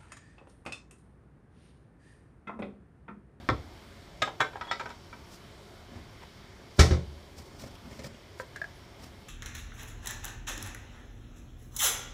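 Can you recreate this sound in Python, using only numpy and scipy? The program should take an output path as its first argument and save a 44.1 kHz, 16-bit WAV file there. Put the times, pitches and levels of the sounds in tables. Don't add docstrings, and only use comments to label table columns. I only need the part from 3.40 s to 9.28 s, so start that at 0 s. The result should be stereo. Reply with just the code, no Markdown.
import sys
import numpy as np
from scipy import signal
from scipy.fft import rfft, irfft, next_fast_len
from scipy.io import wavfile
from scipy.ndimage import uniform_filter1d

SR = 44100
rng = np.random.default_rng(int(sys.argv[2]) if len(sys.argv) > 2 else 0)


def to_wav(sig):
    pcm = np.clip(np.atleast_2d(sig), -1, 1) * 32767
    pcm = np.round(pcm).astype(np.int16)
    wavfile.write(sys.argv[1], SR, pcm.T)


def level_to_linear(level):
    exponent = np.asarray(level, float) / 20
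    return 10 ** exponent


N = 259483

# (frequency [Hz], left-right correlation [-1..1])
LIKENESS = [(60, 1), (200, 0.96), (330, 0.81), (640, 0.58), (1400, 0.0064), (3100, 0.24), (6800, -0.064),
            (15000, 0.22)]
# (frequency [Hz], level [dB], t60 [s])
COUNTER_BODY = [(132.6, -5.5, 0.082), (226, -2.5, 0.06), (326, -27, 0.098)]
# (frequency [Hz], density [dB per Hz])
METAL_CRACK = [(180, -36), (300, -20.5), (1620, -12), (2690, -18), (3750, -14), (4720, -28.5),
               (7500, -26.5), (8990, -46), (9600, -38), (15500, -52)]
# (frequency [Hz], density [dB per Hz])
DOOR_CRACK = [(120, -11), (200, -5.5), (1010, -16.5), (1350, -14.5), (1590, -13), (2210, -13), (2600, -19),
              (3240, -16.5), (5590, -14), (14700, -45), (15500, -55)]


def read(table, hz):
    f, v = np.transpose(table)
    return np.interp(np.log(hz + 1), np.log(f), v)


def add(out, x, s):
    i = int(s * SR)
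    out[:, i:i + x.shape[1]] += x[:, :N - i]


def walk(rate, size=N):
    k = int(SR / rate)
    held = np.repeat(rng.standard_normal(size // k + 2), k)
    return 1.3 * uniform_filter1d(uniform_filter1d(held, k), k)[:size]


def diffuse(size):
    hz = np.arange(size // 2 + 1) * SR / size
    like = np.clip(read(LIKENESS, hz), -.99, .99)
    mid, side = rfft(rng.standard_normal((2, size)))
    return hz, np.sqrt(1 + like) * mid + np.sqrt(1 - like) * side * np.array([[1], [-1]])


def hiss(colour, size):
    hz, spec = diffuse(size)
    x = irfft(spec * level_to_linear(read(colour, hz)), size)
    return x / np.sqrt(np.mean(x ** 2))


def bands(colour, size, shape):
    hz, spec = diffuse(size)
    spec = spec * level_to_linear(read(colour, hz))
    octaves = np.log2((hz + 1) / 22)
    total = 0
    for k in range(20):
        window = np.clip(1 - abs(2 * octaves - k), 0, 1)
        total = total + shape(22 * 2 ** (k / 2)) * irfft(spec * window, size)
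    return total


def ring(modes, t, tilt_db=0, scatter_db=0, start=0., detune=0.013):
    hz, db, t60 = np.repeat(np.transpose(modes), 2, axis=1)[:, :, None]
    size_luck, ear_luck, phase_luck, pitch_luck = rng.standard_normal((4, len(hz), 1))
    apart = (1 - np.clip(read(LIKENESS, hz), 0, 1)) ** 0.53
    decay = np.exp(-np.log(1000) * t / np.clip(t60, .005, .6))
    gain = level_to_linear(db + tilt_db * np.log2(hz / 1500) + scatter_db * size_luck) * decay
    turn = 2 * np.pi * hz * (1 + detune * pitch_luck) * t + start
    ports = []
    for ear in (1, -1):
        ear_gain = level_to_linear(ear * 1.8 * apart * ear_luck)
        ports.append(np.sum(gain * ear_gain * np.sin(turn + ear * .7 * apart * phase_luck), axis=0))
    return np.array(ports)


def blows(events, modes, body, crack, crack_db, rise, body_db, pan_db, loose=0.03, scatter_db=3.5,
          body_rise=0.0036, detune=0.014, grain_db=3.0):
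    out, t = np.zeros((2, N)), np.arange(int(.4 * SR)) / SR
    for s, db, tilt_db, chatter in events:
        fade = np.exp(-t / max(chatter, .0003)) * (1 - np.exp(-(t / rise) ** 2))
        jolts = rng.standard_normal(len(t))
        push = 2 * loose * fade * jolts * abs(jolts)
        push[0] = 1
        modal = ring(modes, t[:6144], tilt_db, scatter_db, detune=detune)
        modal = modal * np.minimum(t[:6144] / rise, 1)
        tone = signal.fftconvolve(modal, push[None])[:, :len(t)]
        tilted = [(f, v + tilt_db * np.log2(f / 1500)) for f, v in crack]
        grains = level_to_linear(grain_db * walk(412, size=len(t)))
        noise = level_to_linear(crack_db) * fade * grains * hiss(tilted, len(t))
        sound = tone / abs(tone.mean(axis=0)).max() + noise
        thud = ring(body, t, start=np.pi / 2, detune=.003) * (1 - np.exp(-t / body_rise))
        thud = thud * level_to_linear(body_db - 1.46 * tilt_db)
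        pan = level_to_linear(np.array([[pan_db], [-pan_db]]) / 2)
        add(out, level_to_linear(db) * (pan * sound + thud), s - rise / 2)
    return out


def rim_knock():
    # (time [s], peak [dB], brightness [dB/octave], chatter [s])
    hits = [
        (.0893, -12, .6, .0015),
        (.0975, -19, -3.5, 0.0073),
    ]
    # (frequency [Hz], level [dB], t60 [s])
    rim = [(301, -9.5, 0.065), (465, -20, 0.043), (704, -14.5, 0.042), (894, -16, 0.063), (1114, -7, 0.048),
           (1335, 3, 0.021), (1565, -2.5, 0.012), (1700, -2.5, 0.011), (2022, -14.5, 0.035),
           (2210, -23, 0.034), (3260, -34, 0.022), (5400, -30, 0.01)]
    stove = [(65, 1.5, 0.5), (83, -15, 0.43), (113.6, -3.5, 0.18), (147, -5, 0.1), (202, -7, 0.16)]
    # (frequency [Hz], density [dB per Hz])
    crack = [(180, -16), (300, -10), (535, -3.5), (1180, -10), (2140, -8), (2520, -26), (3400, -7),
             (5600, -13.5), (15500, -52)]
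    return blows(hits, rim, stove, crack, crack_db=-7.0, rise=0.00098, body_db=-12, pan_db=2.0,
                 loose=0.0074, scatter_db=-1.2, body_rise=0.016)


def tongs_clacks():
    # (time [s], peak [dB], brightness [dB/octave], chatter [s])
    first = [
        (.8195, -17, 0.63, 0.0028),
        (.8222, -15.5, 0.038, 0.0054),
    ]
    second = [
        (.9995, -35, -3, 0.0066),
        (1.0045, -12, -1.7, 0.0042),
        (1.0112, -17.5, -1.7, 0.007),
    ]
    taps = [(.876, -28, -2.5, 0.0062), (1.132, -40, -1, .008), (1.157, -26, -3, 0.0019),
            (1.167, -41, 3, 0.0057), (1.236, -40, 4, .005), (1.269, -38, -1.5, 0.024),
            (1.408, -31, -2, 0.0095), (1.49, -40.5, 3, 0.015)]
    # (frequency [Hz], level [dB], t60 [s])
    tips = [(614, -7.5, 0.04), (733, -8, 0.024), (1255, 2.5, 0.027), (1640, -1, 0.03), (2113, -13, 0.069),
            (2440, -8.5, 0.032), (3010, -16, 0.027), (3210, -16, 0.028), (3685, -7.5, 0.047),
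            (4370, -17.5, 0.067), (5077, -6, 0.024), (6280, -14, 0.022), (7600, -23, 0.045)]
    arms = [(530, -12.5, 0.028), (760, -10, 0.026), (900, -8, 0.03), (1190, 2.5, 0.022),
            (1320, -3.5, 0.026), (1596, 4, 0.027), (1545, -14, 0.16), (2113, -6.5, 0.036), (2290, -10, .04),
            (3140, -20, 0.03), (3400, -8, 0.022), (4190, -10, 0.022), (5500, -16, 0.025), (912, -19, 0.2)]
    handle = [(510, -9, 0.016), (907, 3, 0.016), (1370, -6.5, 0.025), (1625, -10.5, 0.034),
              (2300, -19, 0.043), (3150, -16, 0.028)]
    out = blows(first, tips, COUNTER_BODY, METAL_CRACK, crack_db=-2.5, rise=0.0012, body_db=-12.5,
                pan_db=4.0, scatter_db=-1.0, detune=0.0036)
    out += blows(second, arms, COUNTER_BODY, METAL_CRACK, crack_db=-3.0, rise=0.0015, body_db=-24.5,
                 pan_db=4.5, scatter_db=0.0, detune=0.007)
    out += blows(taps, handle, COUNTER_BODY, METAL_CRACK, crack_db=-10.5, rise=.0012, body_db=-42,
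                 pan_db=2.0, scatter_db=1.5, detune=0.017, loose=0.039)
    return out


def tongs_laid_down():
    # (time [s], peak [dB], brightness [dB/octave], chatter [s])
    touch = [
        (1.211, -25, -3.5, 0.006),
    ]
    drop_hit = [
        (1.3123, -19, -0.3, 0.009),
    ]
    rattle = [
        (1.3955, -30, -.8, 0.012),
        (1.457, -30.5, -5, .006),
        (1.502, -36, 0, 0.0087),
        (1.728, -37.5, -4, 0.0064),
    ]
    # (frequency [Hz], level [dB], t60 [s])
    laid = [(932, -0.5, 0.025), (1336, 1, 0.028), (1477, 2, 0.024), (1970, -6, 0.031), (2230, -4, 0.037),
            (2350, -14, .04), (3050, -16, 0.05), (3550, -13, 0.044), (4020, -16, 0.046), (4370, -17, 0.07),
            (5010, -3.5, 0.019), (5530, -10, 0.03)]
    dropped = [(917, -3.5, 0.029), (1350, -0.5, 0.017), (1485, 0, 0.018), (1960, -3, 0.032),
               (2230, -5, 0.037), (2600, -17, .03), (3040, -13, 0.04), (3624, -10, 0.03),
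               (3930, -12, 0.046), (4390, -12.5, 0.071), (5010, -4, 0.015), (5400, -4, 0.011)]
    out = blows(touch, laid, COUNTER_BODY, METAL_CRACK, crack_db=-7.5, rise=0.002, body_db=-25,
                pan_db=5.0, loose=0.047, scatter_db=1.0)
    out += blows(drop_hit, dropped, COUNTER_BODY, METAL_CRACK, crack_db=-6.0, rise=0.001, body_db=-24.5,
                 pan_db=4.5, scatter_db=1.1, detune=.012)
    out += blows(rattle, laid, COUNTER_BODY, METAL_CRACK, crack_db=-5.5, rise=0.0014, body_db=-26,
                 pan_db=4.5, loose=0.074, scatter_db=3.0)
    return out


def cabinet_door():
    # (time [s], peak [dB], brightness [dB/octave], chatter [s])
    slam = [
        (3.384, -35.5, 0, 0.0073),
        (3.389, -27, 3, 0.0085),
        (3.3925, -11, 1.3, 0.02),
    ]
    rebound = [
        (3.452, -35, .4, .045),
        (3.5075, -25, -2.6, 0.015),
        (3.531, -35, -2.5, 0.028),
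    ]
    # (frequency [Hz], level [dB], t60 [s])
    door = [(382, -5, 0.08), (452, -2, 0.07), (525, -1, 0.072), (686, -7, 0.087), (760, -10, 0.1),
            (905, -4, 0.03), (1050, 4, 0.022), (1330, 0.5, 0.03), (1863, -2, 0.02), (2283, -8, 0.049),
            (3688, -8, 0.044), (5500, -10, 0.04)]
    cabinet = [(76.3, -0.4, 0.38), (50.5, -20, 0.14), (66, -3, 0.12), (122, -3.5, 0.15), (173, -7.5, 0.13),
               (254, -9, 0.072), (310, -13, 0.051)]
    out = blows(slam, door, cabinet, DOOR_CRACK, crack_db=-1.5, rise=0.0013, body_db=0.3, pan_db=1.7,
                scatter_db=-0.5, body_rise=0.0015, detune=0.0044, grain_db=1.5)
    out += blows(rebound, door, cabinet, DOOR_CRACK, crack_db=2.5, rise=0.003, body_db=1.5, pan_db=.55,
                 scatter_db=1.1, body_rise=0.007, loose=.06, detune=.02, grain_db=0.5)
    return out


def latch():
    # (time [s], peak [dB], brightness [dB/octave], chatter [s])
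    catch = [
        (4.999, -25, 2, 0.0014),
        (5.0035, -36, 1, 0.0057),
    ]
    clicks = [
        (5.133, -51, -5, .002),
        (5.16, -29, 3, 0.0057),
        (5.216, -23.5, -0.5, 0.0023),
        (5.242, -28.5, 1.1, 0.0018),
    ]
    # (frequency [Hz], level [dB], t60 [s])
    striker = [(531, 0, 0.042), (992, -5, 0.051), (1380, -13, 0.032), (1600, 4.5, 0.016), (1810, -8, 0.021),
               (4700, -25, .02)]
    plastic = [(644, -11, 0.031), (1660, 4, 0.032), (2290, -13, 0.014), (5250, -20, 0.013)]
    # (frequency [Hz], density [dB per Hz])
    crack = [(300, -25), (600, -20), (1100, -3), (1700, -8), (2700, -10), (5000, -10), (9000, -22),
             (15500, -36)]
    out = blows(catch, striker, COUNTER_BODY, crack, crack_db=-10.0, rise=.0005, body_db=-38, pan_db=1.0,
                loose=0.032, scatter_db=.8)
    out += blows(clicks, plastic, COUNTER_BODY, crack, crack_db=-9.5, rise=0.00089, body_db=-27,
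                 pan_db=1.0, loose=0.04, scatter_db=.8, detune=.008)
    return out


def heel_taps():
    # (time [s], peak [dB], brightness [dB/octave], chatter [s])
    taps = [
        (4.238, -42.5, -3.5, 0.0072),
        (4.511, -44.5, 0, 0.0058),
        (4.592, -39, -0.2, .0095),
        (4.644, -33, 0.9, 0.0042),
        (4.742, -53, -3, .0049),
    ]
    # (frequency [Hz], level [dB], t60 [s])
    heel = [(554, 1, 0.031), (790, -6, 0.016), (1780, -5.5, 0.028), (2214, -5, 0.018), (3350, -21, 0.014),
            (5230, -3, 0.018), (7370, -3, 0.019)]
    return blows(taps, heel, COUNTER_BODY, DOOR_CRACK, crack_db=-3.0, rise=0.0014, body_db=1.0, pan_db=1.5)


def toe_ticks():
    # (time [s], peak [dB], brightness [dB/octave], chatter [s])
    ticks = [
        (4.352, -47.5, -3, .006),
        (4.527, -46, 0, .005),
        (4.596, -51, 3, 0.0033),
        (4.625, -51, -2, .003),
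        (4.745, -44.5, -2.5, 0.0063),
    ]
    # (frequency [Hz], level [dB], t60 [s])
    toe = [(2190, -3, 0.018), (2800, -2, .015), (3300, 0, .02), (5100, -8, .012)]
    return blows(ticks, toe, COUNTER_BODY, DOOR_CRACK, crack_db=-1.0, rise=0.00151, body_db=-6, pan_db=3.0,
                 loose=.08)


def squeaks():
    # (start [s], end [s], pitch [Hz], level [dB])
    notes_sung = [
        (1.243, 1.32, 3350, -42.5),
        (5.345, 5.398, 11100, -69),
    ]
    out = np.zeros((2, N))
    for start, end, hz, db in notes_sung:
        size = int((end - start) * SR)
        pitch = hz * (np.linspace(.993, 1.007, size) + 0.0037 * walk(55, size=size))
        note = np.sin(2 * np.pi * np.cumsum(pitch) / SR)
        level = level_to_linear(db + 1.9 * walk(50, size=size)) * signal.windows.tukey(size, .3)
        add(out, level * note * np.ones((2, 1)), start)
    return out


def swells(moves, t):
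    s, spread, db = np.transpose(moves)[:, :, None]
    coarse = t[::64]
    bells = level_to_linear(db) * np.exp(-.5 * ((coarse - s) / spread) ** 2)
    return np.interp(t, coarse, np.sum(bells, axis=0))


def shuffle():
    # (time [s], spread [s], level [dB])
    steps = [(0.0, .035, -46.5), (.58, 0.067, -64), (1.5, 0.088, -62), (1.76, 0.061, -59.5),
             (2.576, 0.045, -47), (3.985, 0.016, -50), (4.15, 0.015, -56), (4.255, 0.048, -49),
             (4.351, 0.013, -61), (4.432, 0.015, -56), (4.47, .014, -50), (4.522, 0.011, -57),
             (4.56, 0.059, -52), (4.658, .019, -47.5), (5.64, 0.034, -55)]
    scuffs = [
        (2.53, 0.021, -59.5),
        (2.74, 0.02, -57),
        (2.83, 0.017, -54),
        (4.522, 0.014, -58),
        (5.64, .034, -64),
    ]
    swishes = [(1.939, 0.03, -52), (2.576, 0.038, -66), (3.38, .012, -52), (3.985, 0.0094, -50),
               (4.07, 0.088, -60.5), (4.209, 0.013, -52.5), (4.255, .045, -56), (4.351, 0.014, -63),
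               (4.56, 0.058, -57), (4.656, 0.016, -48), (5.002, 0.016, -53), (5.64, 0.032, -56)]
    # (frequency [Hz], density [dB per Hz])
    thump = [(40, -14), (75, 8.5), (135, -5), (250, 4.5), (400, -10), (700, -62.5)]
    scrape = [(250, -60), (500, 15), (1100, 12), (2100, 5.5), (3300, -2), (5000, -78)]
    cloth = [(1800, -8.5), (3500, -3), (4900, 3.5), (5500, 4.5), (6200, -3), (7500, -2.5), (11000, -11),
             (15500, -12)]
    t = np.arange(N) / SR
    step, scuff, swish = (swells(moves, t) for moves in (steps, scuffs, swishes))
    thump_level = step + level_to_linear(-6) * scuff
    scrape_level = scuff + level_to_linear(-10.5) * step + level_to_linear(-9) * swish
    cloth_level = swish + level_to_linear(-13) * scuff
    grain = level_to_linear(2.44 * walk(150))
    out = np.zeros((2, N))
    for level, colour in ((thump_level, thump), (scrape_level, scrape), (cloth_level, cloth)):
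        out += level * grain * hiss(colour, next_fast_len(N))[:, :N]
    return out


def kitchen():
    # (frequency [Hz], density [dB per Hz])
    colour = [(13, -39), (22, -3), (87, -1), (124, -5), (267, -11.5), (298, -13), (414, -10), (502, -20),
              (717, -14), (801, -18.5), (869, -15.5), (2150, -20.5), (2750, -24), (3240, -20), (15500, -42)]
    # (frequency [Hz], width [Hz], lift [dB])
    hum = [(352, 21, 4.2), (404, 16, 1.9), (550, 51, 8), (686, 68, 2.5), (2165, 190, 4.8), (3040, 53, 4.4),
           (4680, 350, 3.2), (5460, 260, 6.1)]
    size = next_fast_len(N)
    swell = walk(0.1, size=size)
    x = bands(colour, size, lambda hz: level_to_linear(0.078 * swell + 1.37 * walk(9, size=size)))
    hz = np.arange(size // 2 + 1) * SR / size
    lift = 1 + sum((level_to_linear(db) - 1) / (1 + (2 * (hz - f) / width) ** 2) for f, width, db in hum)
    x = irfft(rfft(x) * lift, size)[:, :N]
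    level = level_to_linear(-50 + np.array([[.6], [-.6]]))
    return x * level / np.sqrt(np.mean(x.mean(axis=0) ** 2))


def room(x, wet_db):
    # (frequency [Hz], t60 [s])
    room_t60 = [(60, 0.72), (250, 0.42), (1000, 0.19), (4000, 0.24), (12000, 0.23)]
    t = np.arange(SR) / SR
    walls = [(60, -16), (160, -10), (400, -1), (2000, -1), (15000, -4)]
    tail = bands(walls, SR, lambda hz: np.exp(-np.log(1000) * t / read(room_t60, hz)))
    tail = tail * (1 - np.exp(-t / 0.002)) / np.sqrt(np.sum(tail ** 2) / 2)
    return x + level_to_linear(wet_db) * signal.fftconvolve(x.mean(axis=0)[None], tail)[:, :N]


def scene():
    far = rim_knock() + tongs_clacks() + tongs_laid_down() + cabinet_door() + heel_taps() + squeaks()
    near = latch()
    heard = room(far + 0.6 * near, wet_db=-4.5) + 0.26 * near
    heard += toe_ticks() + shuffle() + kitchen()
    port_lag = 3
    return np.array([np.roll(heard[0], port_lag), heard[1]])


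def band_limit(x):
    return signal.sosfilt(signal.butter(12, 15600, fs=SR, output="sos"), x)


def record(dry):
    bass_cut_hz, top_hz = 42, 15300
    x = signal.sosfilt(signal.butter(2, bass_cut_hz, "high", fs=SR, output="sos"), dry)
    x = np.tanh(.6 * x) / .6
    x = signal.sosfilt(signal.ellip(8, .2, 70, top_hz, fs=SR, output="sos"), x)
    return band_limit(x)


dry = scene()
out = record(dry)
to_wav(out)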